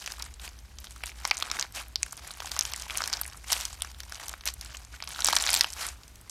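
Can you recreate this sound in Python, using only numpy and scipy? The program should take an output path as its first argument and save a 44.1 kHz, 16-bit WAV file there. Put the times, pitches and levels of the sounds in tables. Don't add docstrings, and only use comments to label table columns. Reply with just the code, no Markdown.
import sys
import numpy as np
from scipy import signal
from scipy.fft import rfft, irfft
from scipy.io import wavfile
from scipy.ndimage import uniform_filter1d, minimum_filter1d

SR = 44100
rng = np.random.default_rng(int(sys.argv[2]) if len(sys.argv) > 2 else 0)


def voltage_ratio(level):
    return 10 ** (np.asarray(level, float) / 20)


def output_pcm(signal):
    pcm = np.clip(np.atleast_2d(signal).T, -1, 1) * 32767
    wavfile.write(sys.argv[1], SR, np.round(pcm).astype(np.int16))


N = 277815

SHELF_HZ, SHELF_DB = 14000, -14


def rms_one(x):
    return x / np.sqrt(np.mean(x ** 2) + 1e-20)


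def at_hz(points, hz):
    point_hz, point_db = np.array(points).T
    return np.interp(np.log(hz), np.log(point_hz), point_db)


def drift(rate_hz):
    pole = np.exp(-40 * np.pi * rate_hz / SR)
    noise = rng.standard_normal(N // 20 + 2002)
    slow = signal.lfilter([1], [1, -2 * pole, pole * pole], noise)[2000:]
    return np.interp(np.arange(N) / 20, np.arange(len(slow)), rms_one(slow))


def ring(clicks, hz, t60):
    radius, angle = voltage_ratio(-60 / (t60 * SR)), 2 * np.pi * hz / SR
    poles = [1, -2 * radius * np.cos(angle), radius * radius]
    return signal.lfilter([0, np.sin(angle)], poles, clicks + 1e-18)


def coloured(spectrum):
    hz = np.maximum(np.arange(N // 2 + 1) * SR / N, 1)
    return rms_one(irfft(rfft(rng.standard_normal(N)) * voltage_ratio(at_hz(spectrum, hz)), N))


def highpass(x, order, hz):
    return signal.sosfilt(signal.butter(order, hz, "high", fs=SR, output="sos"), x)


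def step_down(x, hz, db):
    below = signal.sosfiltfilt(signal.ellip(10, .1, 30, hz, fs=SR, output="sos"), x)
    return below + voltage_ratio(db) * (x - below)


def dome_db(start, fullest, end):
    edge_db, roundness = -14.5, 1.87
    t = np.arange(N) / SR
    away = np.where(t < fullest, (fullest - t) / (fullest - start), (t - fullest) / (end - fullest))
    return edge_db * away ** roundness


def rumble():
    # f/Hz, bandwidth/Hz, level/dB
    modes = [
        (35, 9, -63),
        (57, 9, -50),
        (70, 11, -55),
        (104, 14, -64),
    ]
    out = 0
    for hz, width_hz, db in modes:
        t60 = np.log(1000) / np.pi / width_hz
        stirred = ring(rng.standard_normal(N), hz, t60)
        out = out + voltage_ratio(db) * rms_one(ring(stirred, hz, t60 / 2))
    return out


def air_hiss():
    # f/Hz, level per Hz/dB
    air_spectrum = [(30, -27.5), (45, -18), (80, -21), (120, -7), (250, -15), (500, -20.5), (1500, -23.5),
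                    (6000, -26), (13000, -31), (16000, -28)]
    return voltage_ratio(-57.5) * voltage_ratio(1.1 * drift(25)) * coloured(air_spectrum)


def surroundings(x):
    # t/s, level/dB
    echoes = [
        (.0013, -23),
        (.0026, -28.5),
        (.0042, -36),
        (.0061, -20),
    ]
    room_t60_s, room_db = 0.26, -24
    t = np.arange(int(.2 * SR)) / SR
    tail = rng.standard_normal(len(t)) * voltage_ratio(-60 * t / room_t60_s) * (t > .003)
    tail = signal.sosfilt(signal.butter(2, 6700, fs=SR, output="sos"), tail)
    response = voltage_ratio(room_db) * tail / np.sqrt(np.sum(tail ** 2))
    response[0] = 1
    for s, db in echoes:
        response[round(s * SR)] += voltage_ratio(db)
    return signal.fftconvolve(x, response)[:N]


def kneading():
    # start t/s, hardest t/s, end t/s, crackle level/dB, squelch rel. crackle/dB
    presses = [(-0.12, 0.107, 0.19, -46, 1.5), (0.14, 0.21, 0.33, -47.5, 2), (0.395, 0.4, 0.53, -48, -0.5),
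               (0.743, 0.907, 1.0, -54, -13.5), (0.997, 1.067, 1.13, -44.5, -31),
               (1.136, 1.266, 1.36, -47.5, 1), (1.237, 1.59, 1.67, -42, 5), (1.746, 1.76, 1.86, -42, 2),
               (1.967, 2.044, 2.22, -53, -4.5), (2.14, 2.294, 2.36, -47, 1.5), (2.357, 2.45, 2.95, -42, 0),
               (2.74, 3.005, 3.36, -42.5, 3), (3.45, 3.52, 3.74, -37, -4), (3.7, 3.84, 3.94, -49, 0),
               (3.98, 3.985, 4.1, -51.5, -17), (4.057, 4.24, 4.37, -45, 2.5),
               (4.455, 4.456, 4.51, -34.5, -5), (4.57, 4.67, 4.92, -49, -0.5),
               (4.914, 4.95, 4.99, -49.5, 1), (5.007, 5.103, 5.2, -46.5, 0),
               (5.141, 5.316, 5.47, -34, -0.5), (5.351, 5.527, 5.71, -34, -2), (5.737, 5.825, 5.94, -43, 3)]
    rest_db, rest_wet_db = -63.5, 4
    crackle = voltage_ratio(2 * rest_db)
    squelch = voltage_ratio(2 * (rest_db + rest_wet_db))
    for start, hardest, end, db, wet_db in presses:
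        power = voltage_ratio(2 * (db + dome_db(start, hardest, end)))
        crackle = crackle + power
        squelch = squelch + voltage_ratio(2 * wet_db) * power
    return 10 * np.log10(squelch), 10 * np.log10(crackle)


def palms(squelch_db):
    # f/Hz, level per Hz/dB
    skin_spectrum = [(90, -12), (160, 3.5), (350, 3), (600, -9), (1200, -33)]
    return voltage_ratio(1.39 * squelch_db - 6 + 2.5 * drift(30)) * coloured(skin_spectrum)


def wet_hiss(crackle_db):
    # start t/s, fullest t/s, end t/s, level/dB
    slurps = [
        (0.413, 0.424, 0.49, -46.5),
        (1.739, 1.755, 1.8, -39),
        (3.474, 3.504, 3.68, -39.5),
        (4.454, 4.486, 4.5, -39),
        (5.779, 5.836, 5.91, -34.5),
    ]
    # f/Hz, level per Hz/dB
    gel_spectrum = [(450, -3), (900, -5), (2000, -4), (5000, -5.5), (8000, -6), (14000, -12.5),
                    (17000, -44)]
    flow = voltage_ratio(crackle_db - 15.5)
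    for *times, db in slurps:
        flow = flow + voltage_ratio(db + dome_db(*times))
    lumps = voltage_ratio(1.4 * drift(99) + 2.2 * drift(23))
    return flow * lumps * coloured(gel_spectrum)


def gurgles():
    # start t/s, fullest t/s, end t/s, level/dB, f/Hz
    pockets = [
        (1.769, 1.772, 1.776, -40, 740),
        (1.76, 1.772, 1.81, -40, 2750),
        (5.8, 5.83, 5.875, -43, 1330),
        (5.825, 5.84, 5.866, -42, 2100),
        (5.808, 5.818, 5.845, -40.5, 4800),
    ]
    out, lumps = 0, voltage_ratio(2.5 * drift(76))
    for *times, db, hz in pockets:
        t60 = 7.8 / hz
        sounding = ring(ring(rng.standard_normal(N), hz, t60), hz, t60)
        out = out + voltage_ratio(db + dome_db(*times)) * rms_one(sounding)
    return lumps * out


def grains(spectrum, per_s, cycles, uneven_db, clumps_db, count):
    sizes = voltage_ratio(uneven_db * np.minimum(rng.exponential(1, N), 3)) * rng.choice([-1, 1], N)
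    born = rng.random(N) < per_s * voltage_ratio(clumps_db) / SR
    tears = sizes * born / np.sqrt(per_s)
    dealt = rng.integers(0, count, N)
    out = np.zeros(N)
    for k, hz in enumerate(np.geomspace(spectrum[0][0], spectrum[-1][0], count)):
        soft = ring(tears * (dealt == k), hz, 1.4 / hz)
        out += voltage_ratio(at_hz(spectrum, hz)) * hz ** 1.5 * ring(soft, hz, cycles / hz)
    return rms_one(out)


def tearing_films(squelch_db, crackle_db, busier):
    # f/Hz, level/dB
    wet_spectrum = [(550, 1.5), (900, 7), (1400, 9.5), (2400, 7.5)]
    # f/Hz, level/dB
    fine_spectrum = [(2500, 9), (4000, 8), (5500, 11), (8000, 6), (11000, -0.5), (14000, -3)]
    slips = drift(70)
    wet = grains(wet_spectrum, 600 * busier, 8.0, 4.2, 5.0 * slips, count=14)
    fine = grains(fine_spectrum, 1500 * busier, 10.2, 2.5, 6.0 * slips, count=18)
    return voltage_ratio(squelch_db - 4.5) * wet + voltage_ratio(crackle_db - 1.5) * fine


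def burst(t, hz, cycles, rise):
    turns = t * hz
    shape = (1 - np.exp(-turns / rise)) * np.exp(-turns / cycles)
    return np.sin(2 * np.pi * turns) * shape / shape.max(axis=1, keepdims=True)


def pings():
    # t/s, peak level/dB, f/Hz
    bead_pings = [(0.0085, -29.5, 8100), (0.0202, -36, 6070), (0.0764, -27, 5640), (0.1029, -25.5, 6120),
                  (0.1306, -29, 12800), (0.224, -29.5, 2240), (0.2421, -30, 8400), (0.4779, -33, 9430),
                  (0.8023, -29, 12580), (0.8433, -33, 9000), (0.919, -33, 8400), (0.98, -39, 8940),
                  (0.9621, -37.5, 1300), (1.0591, -23, 8680), (1.094, -31, 2330), (1.2018, -34, 9000),
                  (1.2516, -12.5, 5580), (1.3432, -27, 6400), (1.3725, -32, 8050), (1.3792, -19, 6440),
                  (1.5, -32, 6270), (1.5147, -35, 1500), (1.626, -16, 6900), (1.6259, -24, 2300),
                  (1.7537, -35, 9000), (1.8192, -32.5, 9800), (1.8835, -33.5, 12380), (2.0249, -25, 7750),
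                  (2.0309, -21, 2520), (2.063, -28, 9500), (2.11, -31, 6200), (2.1291, -29, 12250),
                  (2.1694, -28.5, 9800), (2.3077, -23.5, 4040), (2.3107, -30, 9450), (2.315, -28.5, 9600),
                  (2.3382, -28, 6760),
                  (2.3722, -33.5, 11500), (2.4034, -21, 5380), (2.4586, -23.5, 6870),
                       (2.4681, -30, 9410), (2.446, -33, 800), (2.559, -28, 4670), (2.5648, -21, 6600),
                       (2.5917, -11.5, 9930), (2.6347, -27, 9200), (2.6622, -26, 8460),
                       (2.7176, -28, 12550), (2.736, -25.5, 3010), (2.7444, -26, 2040), (2.7773, -29, 9240),
                       (2.7982, -24.5, 8550), (2.865, -34, 900), (2.9448, -27, 9300), (3.0198, -17.5, 5270),
                       (3.799, -36, 8600), (3.3453, -37.5, 1220), (3.1397, -18, 4630), (3.214, -27, 4970),
                       (3.215, -31.5, 1230), (3.2455, -29, 8460), (3.254, -29.5, 2200), (3.264, -32, 9600),
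                       (3.2995, -32, 5530), (3.3684, -33.5, 11400), (3.4433, -33.5, 2100),
                       (3.5289, -23, 1930), (3.5332, -19, 4070), (3.5656, -18, 2770), (3.5986, -22, 8200),
                       (3.6101, -20, 5700), (3.659, -29, 8400), (3.8077, -35.5, 3450), (3.848, -25, 5700),
                       (4.0036, -26, 5900), (4.0337, -28.5, 5600), (4.096, -30, 11400),
                       (4.1225, -22.5, 5320), (4.146, -24.5, 5840), (4.2448, -28, 6450),
                       (4.2941, -24, 4530), (4.3302, -26.5, 6180), (4.3791, -38, 10830), (4.437, -37, 2910),
                       (4.456, -22, 7060), (4.463, -29, 2800), (4.465, -28.5, 9200), (4.538, -29, 7580),
                       (4.6483, -27.5, 8100), (4.7486, -28, 2860),
                  (4.941, -34.5, 1500), (5.0167, -36.5, 3290), (5.0246, -29.5, 2200), (5.038, -30, 2520),
                   (5.0421, -31, 10830), (5.0752, -25, 5400), (5.0907, -27, 9900), (5.1055, -26.5, 4330),
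                   (5.106, -34, 1700), (5.1164, -26.5, 8200), (5.1596, -31, 1410), (5.1765, -35, 12000),
                   (5.185, -24.5, 4240), (5.1907, -37, 1570), (5.2058, -23, 8140), (5.2463, -7, 8260),
                   (5.3049, -17.5, 9300), (5.3105, -26, 2110), (5.2105, -28.5, 1400), (5.334, -14, 4270),
                   (5.4004, -17.5, 4700), (5.4062, -23, 8740), (5.4112, -20, 6240), (5.4249, -25, 4480),
                   (5.4396, -19, 5670), (5.4651, -20.5, 2030), (5.4732, -19, 5020), (5.4905, -21, 2140),
                   (5.5148, -13.5, 5150), (5.5235, -23, 5900), (5.5311, -9.5, 9800), (5.5385, -19.5, 2300),
                   (5.5416, -5.5, 8850), (5.5494, -12, 3810), (5.5665, -13, 5260), (5.5896, -19, 11400),
                   (5.5952, -17, 5500), (5.6093, -12.5, 2020), (5.6129, -17, 9000), (5.6367, -22, 9630),
                   (5.644, -14.5, 2700), (5.7247, -26, 9670), (5.7315, -22, 5800), (5.8669, -18, 9400),
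                   (6.2126, -29.5, 10100),
                  (1.2644, -28, 5570), (1.3005, -27, 6000), (1.347, -29, 6000), (1.388, -25, 8900),
                      (1.4244, -22.5, 1220), (1.7497, -30, 4940), (3.821, -20.5, 3510), (5.582, -20, 5900),
                      (5.5947, -17, 7060), (5.5975, -30, 4000), (5.629, -24.5, 3480)]
    events = np.array(bead_pings)
    s, peak_db, ring_hz = events.T[:, :, None]
    t = np.arange(300) / SR
    jostle = uniform_filter1d(rng.standard_normal((len(s), len(t))), size=9) * 3
    chatter = voltage_ratio(-9) * jostle * np.exp(-t / 0.0015) * np.sin(2 * np.pi * ring_hz * t)
    shell = burst(t, ring_hz, cycles=2.1, rise=0.27)
    out = np.zeros(N + len(t))
    at = np.round(s * SR).astype(int) + np.arange(len(t))
    np.add.at(out, at, voltage_ratio(peak_db) * (shell + chatter))
    return out[:N]


def snaps(s, peak_db, ring_hz, knock_db, crack_db, rattle_db):
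    t = np.arange(400) / SR
    luck = rng.random((len(s), 4))
    jostle = uniform_filter1d(rng.standard_normal((len(s), len(t))), size=9) * 3
    tear = np.diff(rng.standard_normal((len(s), len(t) + 1))) * np.exp(-t / 0.00032)
    cavity = burst(t, ring_hz, 0.91 * voltage_ratio(5.4 * luck[:, :1]), 0.56)
    knock = voltage_ratio(knock_db + 1.5) * burst(t, 1100 * voltage_ratio(6.5 * luck[:, 1:2] - 1.5), 0.51, 0.9)
    film = burst(t, 9800 * voltage_ratio(2.86 * luck[:, 2:3] - 2.5), 6.0, 0.62)
    crack = voltage_ratio(crack_db - 2.0) * (0.57 * tear + 0.45 * film)
    after = (1 - np.exp(-t / 0.00038)) * np.exp(-t / 0.0022)
    rattle = voltage_ratio(rattle_db + 10.5) * jostle * after * np.sin(2 * np.pi * ring_hz * .9 * t)
    out = np.zeros(N + len(t))
    at = np.round((s + .00005) * SR).astype(int) + np.arange(len(t))
    np.add.at(out, np.minimum(at, N), voltage_ratio(peak_db - 1.5) * (cavity + knock + crack + rattle))
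    return out[:N]


def faint_ticks():
    tick_times = [
        0.589,
        0.852,
        0.9618,
        6.0794,
        6.157,
    ]
    s = np.array(tick_times)[:, None]
    return snaps(s, -36 + 0 * s, 6200 + 0 * s, -25, 3.9, -13.0)


def strays(crackle_db, busier):
    per_s, over_crackle_db, uneven_db = 30, 10.5, 4
    luck = rng.random((1500, 6))
    at = (luck[:, 0] * N).astype(int)
    keep = luck[:, 1] < per_s * busier[at] * N / SR / len(luck)
    at, luck = at[keep, None], luck[keep]
    peak_db = crackle_db[at] + over_crackle_db - uneven_db * np.log(1 - luck[:, 2:3] * .9)
    ring_hz = 2600 * voltage_ratio(11 * luck[:, 3:4])
    return snaps(at / SR, peak_db, ring_hz, -9 - 16 * luck[:, 4:5], -2 - 12 * luck[:, 5:], -15.5)


def ticks():
    # t/s, peak level/dB, f/Hz
    bead_ticks = [(0.0202, -26, 4680), (0.103, -33, 1760), (0.197, -27, 4370), (0.34, -32, 7200),
                  (0.397, -30, 3600), (0.4774, -25, 2730), (0.4903, -29, 6500), (0.7855, -29.5, 5680),
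                  (0.8426, -29.5, 5700), (0.87, -28.5, 3730), (0.908, -28.5, 8500), (1.0673, -27.5, 8800),
                  (1.1176, -31.5, 2330), (1.283, -28.5, 6700), (1.2947, -31, 4100), (1.401, -21, 6700),
                  (1.5004, -21, 3660), (1.568, -22.5, 1990), (1.589, -22.5, 1490), (1.761, -22, 6650),
                  (2.064, -33.5, 1530), (2.124, -24, 8500), (2.1289, -30, 1270), (2.176, -27, 5860),
                  (2.275, -25.5, 9260), (2.306, -32.5, 1290), (2.312, -30, 4530),
                  (2.421, -26.5, 1260), (2.458, -27, 3250), (2.468, -35, 4900), (2.565, -23.5, 1130),
                  (2.624, -21, 6200), (2.6523, -17, 5600), (2.7215, -26, 4100), (2.7616, -17.5, 7700),
                  (2.798, -23.5, 5400), (2.815, -28, 8260), (2.821, -23, 6600), (2.9064, -21.5, 3250),
                  (2.947, -28.5, 1240), (2.9548, -20.5, 2700), (3.0583, -22, 5350), (3.077, -17, 5870),
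                  (3.099, -21, 5900), (3.191, -31, 2060), (3.234, -23.5, 4790), (3.263, -24.5, 9700),
                  (3.2776, -29, 9950), (3.333, -31, 4800), (3.373, -30.5, 8600),
                  (3.5025, -20, 2990), (3.518, -16, 6660), (3.602, -22.5, 5780), (3.7295, -25, 6850),
                  (3.847, -32, 1450), (3.873, -34, 2560), (3.915, -30.5, 6160), (3.946, -34.5, 3580),
                  (4.034, -34, 1800), (4.0514, -36, 8500), (4.096, -32, 5030), (4.155, -26, 5230),
                  (4.198, -29.5, 1940), (4.2353, -28.5, 4680), (4.3385, -25, 1430), (4.4094, -31, 4480),
                  (4.437, -33.5, 2050), (4.4744, -15.5, 5640), (4.4859, -16.5, 4390), (4.7467, -33, 1860),
                  (4.7695, -26, 6800), (4.849, -29, 6940),
                  (5.0027, -27, 2410), (5.038, -26.5, 3500), (5.075, -26, 2400), (5.1473, -24, 4370),
                   (5.1904, -24, 1320), (5.2049, -18, 6470), (5.305, -20, 6730), (5.31, -32, 2030),
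                   (5.3307, -16, 950), (5.367, -7, 4100), (5.372, -15.5, 7740), (5.4108, -23, 6400),
                   (5.439, -13.5, 3280), (5.481, -14, 4360), (5.49, -19.5, 2190), (5.537, -11, 4920),
                   (5.5621, -14, 4800), (1.245, -31.5, 980), (5.637, -25, 5830), (5.6878, -35, 7900),
                   (5.7027, -26.5, 6950), (1.007, -37, 1500), (5.765, -31.5, 1050), (5.8866, -21, 7100),
                   (6.034, -33, 5230), (6.2126, -45, 10000), (6.2962, -25, 7560)]
    s, peak_db, ring_hz = np.array(bead_ticks).T[:, :, None]
    spread = rng.standard_normal((len(s), 3))
    knock_db = -15 + 4 * spread[:, :1]
    crack_db = -13 + 4 * spread[:, 1:2]
    rattle_db = -13 + 3 * spread[:, 2:]
    return snaps(s, peak_db, ring_hz, knock_db, crack_db, rattle_db)


def pops():
    # t/s, peak level/dB, f/Hz, dull knock rel. level/dB, bright crack
    # rel. level/dB
    loud_snaps = [(0.061, -17.5, 5630, -32, -9), (0.076, -17, 2500, -45, -2), (0.1207, -16, 5330, -16, -5),
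                    (0.2236, -15.5, 5140, -19, -1.5), (1.0365, -16, 2290, -40, -7),
                    (1.2519, -15, 2170, -0.5, -23), (1.276, -15.5, 9000, -16, -7),
                    (1.311, -4.5, 4750, -13, -16.5), (1.3133, -5, 2300, -8, -19), (1.37, -16, 6860, -20, -7),
                    (1.4245, -10, 3860, -35, -8), (1.5144, -9.5, 5300, -12, -10), (1.5962, -7, 5920, -38, -39),
                    (1.6113, -10.5, 6100, -45, -36), (1.6258, -9, 4480, -50.5, -27),
                    (1.7236, -36, 5100, -30, 8), (1.958, -5.5, 4915, -41, -13.5),
                    (2.0309, -2.5, 6900, -56, -20),
                    (2.403, -21.5, 2700, -3.5, -11), (2.5171, -12, 4730, -18, -2.5),
                  (2.5915, -4, 5850, -47, -23), (2.6099, -4, 5900, -31, -29), (2.736, -15.5, 5840, -12, -6),
                  (2.8985, -22, 2300, -6.5, -7), (2.9738, -12, 6210, -30, 7.5),
                  (2.982, -13.5, 6150, -29, -15.5), (3.0055, -17, 1320, -9, -32),
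                  (3.019, -21, 1450, -1, -25), (3.039, -13, 4800, -9, -11), (3.076, -15, 5270, -8, 6.5),
                  (3.1295, -8.5, 5400, -14.5, -10), (3.1359, -7, 4970, -32, -28),
                  (3.1705, -18.5, 5420, -30, -50), (3.2138, -5.5, 12500, -24.5, -23),
                    (3.5224, -6.5, 5450, -13, -5), (3.5297, -4, 5250, -25, -1.5),
                  (3.5654, -27, 2880, -10, -17), (3.61, -30, 5800, -24, 13), (3.6528, -11.5, 6250, -31, -2),
                  (3.821, -19, 5270, -34, -16), (3.821, -7, 8820, -43, -28), (4.0035, -26.5, 3570, -14, 4),
                  (4.1226, -27.5, 1510, -24, 3.5), (4.283, -19.5, 6270, -19, 3.5),
                  (4.294, -19.5, 5970, -32, 2), (4.456, -14.5, 12800, -37, -13),
                  (4.4642, -23, 2140, -21.5, -10.5), (4.5392, -25.5, 12500, -35.5, 6),
                  (4.6117, -17.5, 5750, -16.5, -1.5),
                    (5.0245, -17.5, 4740, -8, -13.5), (5.2212, -12.5, 3960, -23, -14),
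                   (5.2462, -5, 6330, -35, -0.5), (5.2583, -6, 5280, -39, -26),
                   (5.2684, -11.5, 4570, -34, 6.5), (5.275, -6, 5360, -28, -22),
                   (5.286, -4.5, 5180, -6, -16), (5.3277, -8.5, 3740, -10.5, -5),
                   (5.3318, -18, 1250, -4, -15), (5.3541, -5.5, 8180, -22, -19), (5.3652, -1, 5770, -22, -6),
                   (5.3864, -9.5, 5670, -28, -17), (5.424, -8.5, 8260, -33, -26),
                   (5.465, -8, 5660, -23, -23.5), (5.4734, -8.5, 4170, -12, -22),
                   (5.4924, -10.5, 4350, -10, -4.5), (5.5036, -6.5, 8700, -18, -8),
                   (5.531, -9, 4730, -32, -5), (5.5414, -5, 4350, -35.5, -19), (5.55, -16, 3670, -37, 13),
                   (5.5733, -15, 3970, -17, 9.5), (5.6097, 3.5, 4900, -40, -13),
                   (5.6438, -12, 3160, -7, -18), (5.7355, -25.5, 7300, -36.5, 5)]
    events = np.array(loud_snaps)
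    s, peak_db, ring_hz, knock_db, crack_db = events.T[:, :, None]
    rattle_db, lag, scatter_db = -20, 0.39, 3.5
    rattle_db = rattle_db - lag * (peak_db - peak_db.mean()) + scatter_db * rng.standard_normal(s.shape)
    return snaps(s, peak_db, ring_hz, knock_db, crack_db, rattle_db)


def scene():
    squelch_db, crackle_db = kneading()
    busier = voltage_ratio(.3 * (crackle_db + 54))
    films = tearing_films(squelch_db, crackle_db, busier)
    slime = pings() + gurgles() + films + wet_hiss(crackle_db) + strays(crackle_db, busier)
    slime = highpass(slime, 3, 643) + highpass(pops() + ticks(), 2, 633)
    hands = slime + palms(squelch_db) + faint_ticks()
    return (surroundings(hands) + air_hiss() + rumble())[None]


def starved(x):
    mask_db, mask_scatter_db, dropout_odds, dropout_hz = -51, 6, 1.1, 12500
    spectrum, hz = rfft(x), np.arange(N // 2 + 1) * SR / N
    loudest = -minimum_filter1d(-np.abs(x), size=1000)
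    out, edges = 0, np.geomspace(4500, 16500, 17)
    for low, high in zip(edges, edges[1:]):
        place = np.log(np.maximum(hz, 1) / low) / np.log(high / low) - .5
        band = irfft(spectrum * np.cos(np.pi / 2 * np.clip(place, -1, 1)) ** 2, N)
        level = uniform_filter1d(np.abs(band), size=200)
        threshold_db = mask_db + SHELF_DB * (high > SHELF_HZ) + mask_scatter_db * drift(25)
        masked = level < voltage_ratio(threshold_db) * loudest
        steady = level < 2 * uniform_filter1d(level, size=2000)
        unlucky = drift(15) > dropout_odds + np.abs(np.log(dropout_hz / high))
        dropped = masked | (steady & unlucky)
        out = out + band * uniform_filter1d(1. * dropped, size=150)
    return x - .9 * out


def top_cut(x):
    return signal.sosfilt(signal.butter(12, 17140, fs=SR, output="sos"), x)


def record(dry):
    shelved = step_down(step_down(dry, SHELF_HZ, SHELF_DB), 15900, -23)
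    rounded = np.tanh(shelved + shelved ** 3 / 3)
    passed = highpass(step_down(rounded, 17000, -40), 5, 34)
    return top_cut(starved(passed))


dry = scene()
out = record(dry)
output_pcm(out)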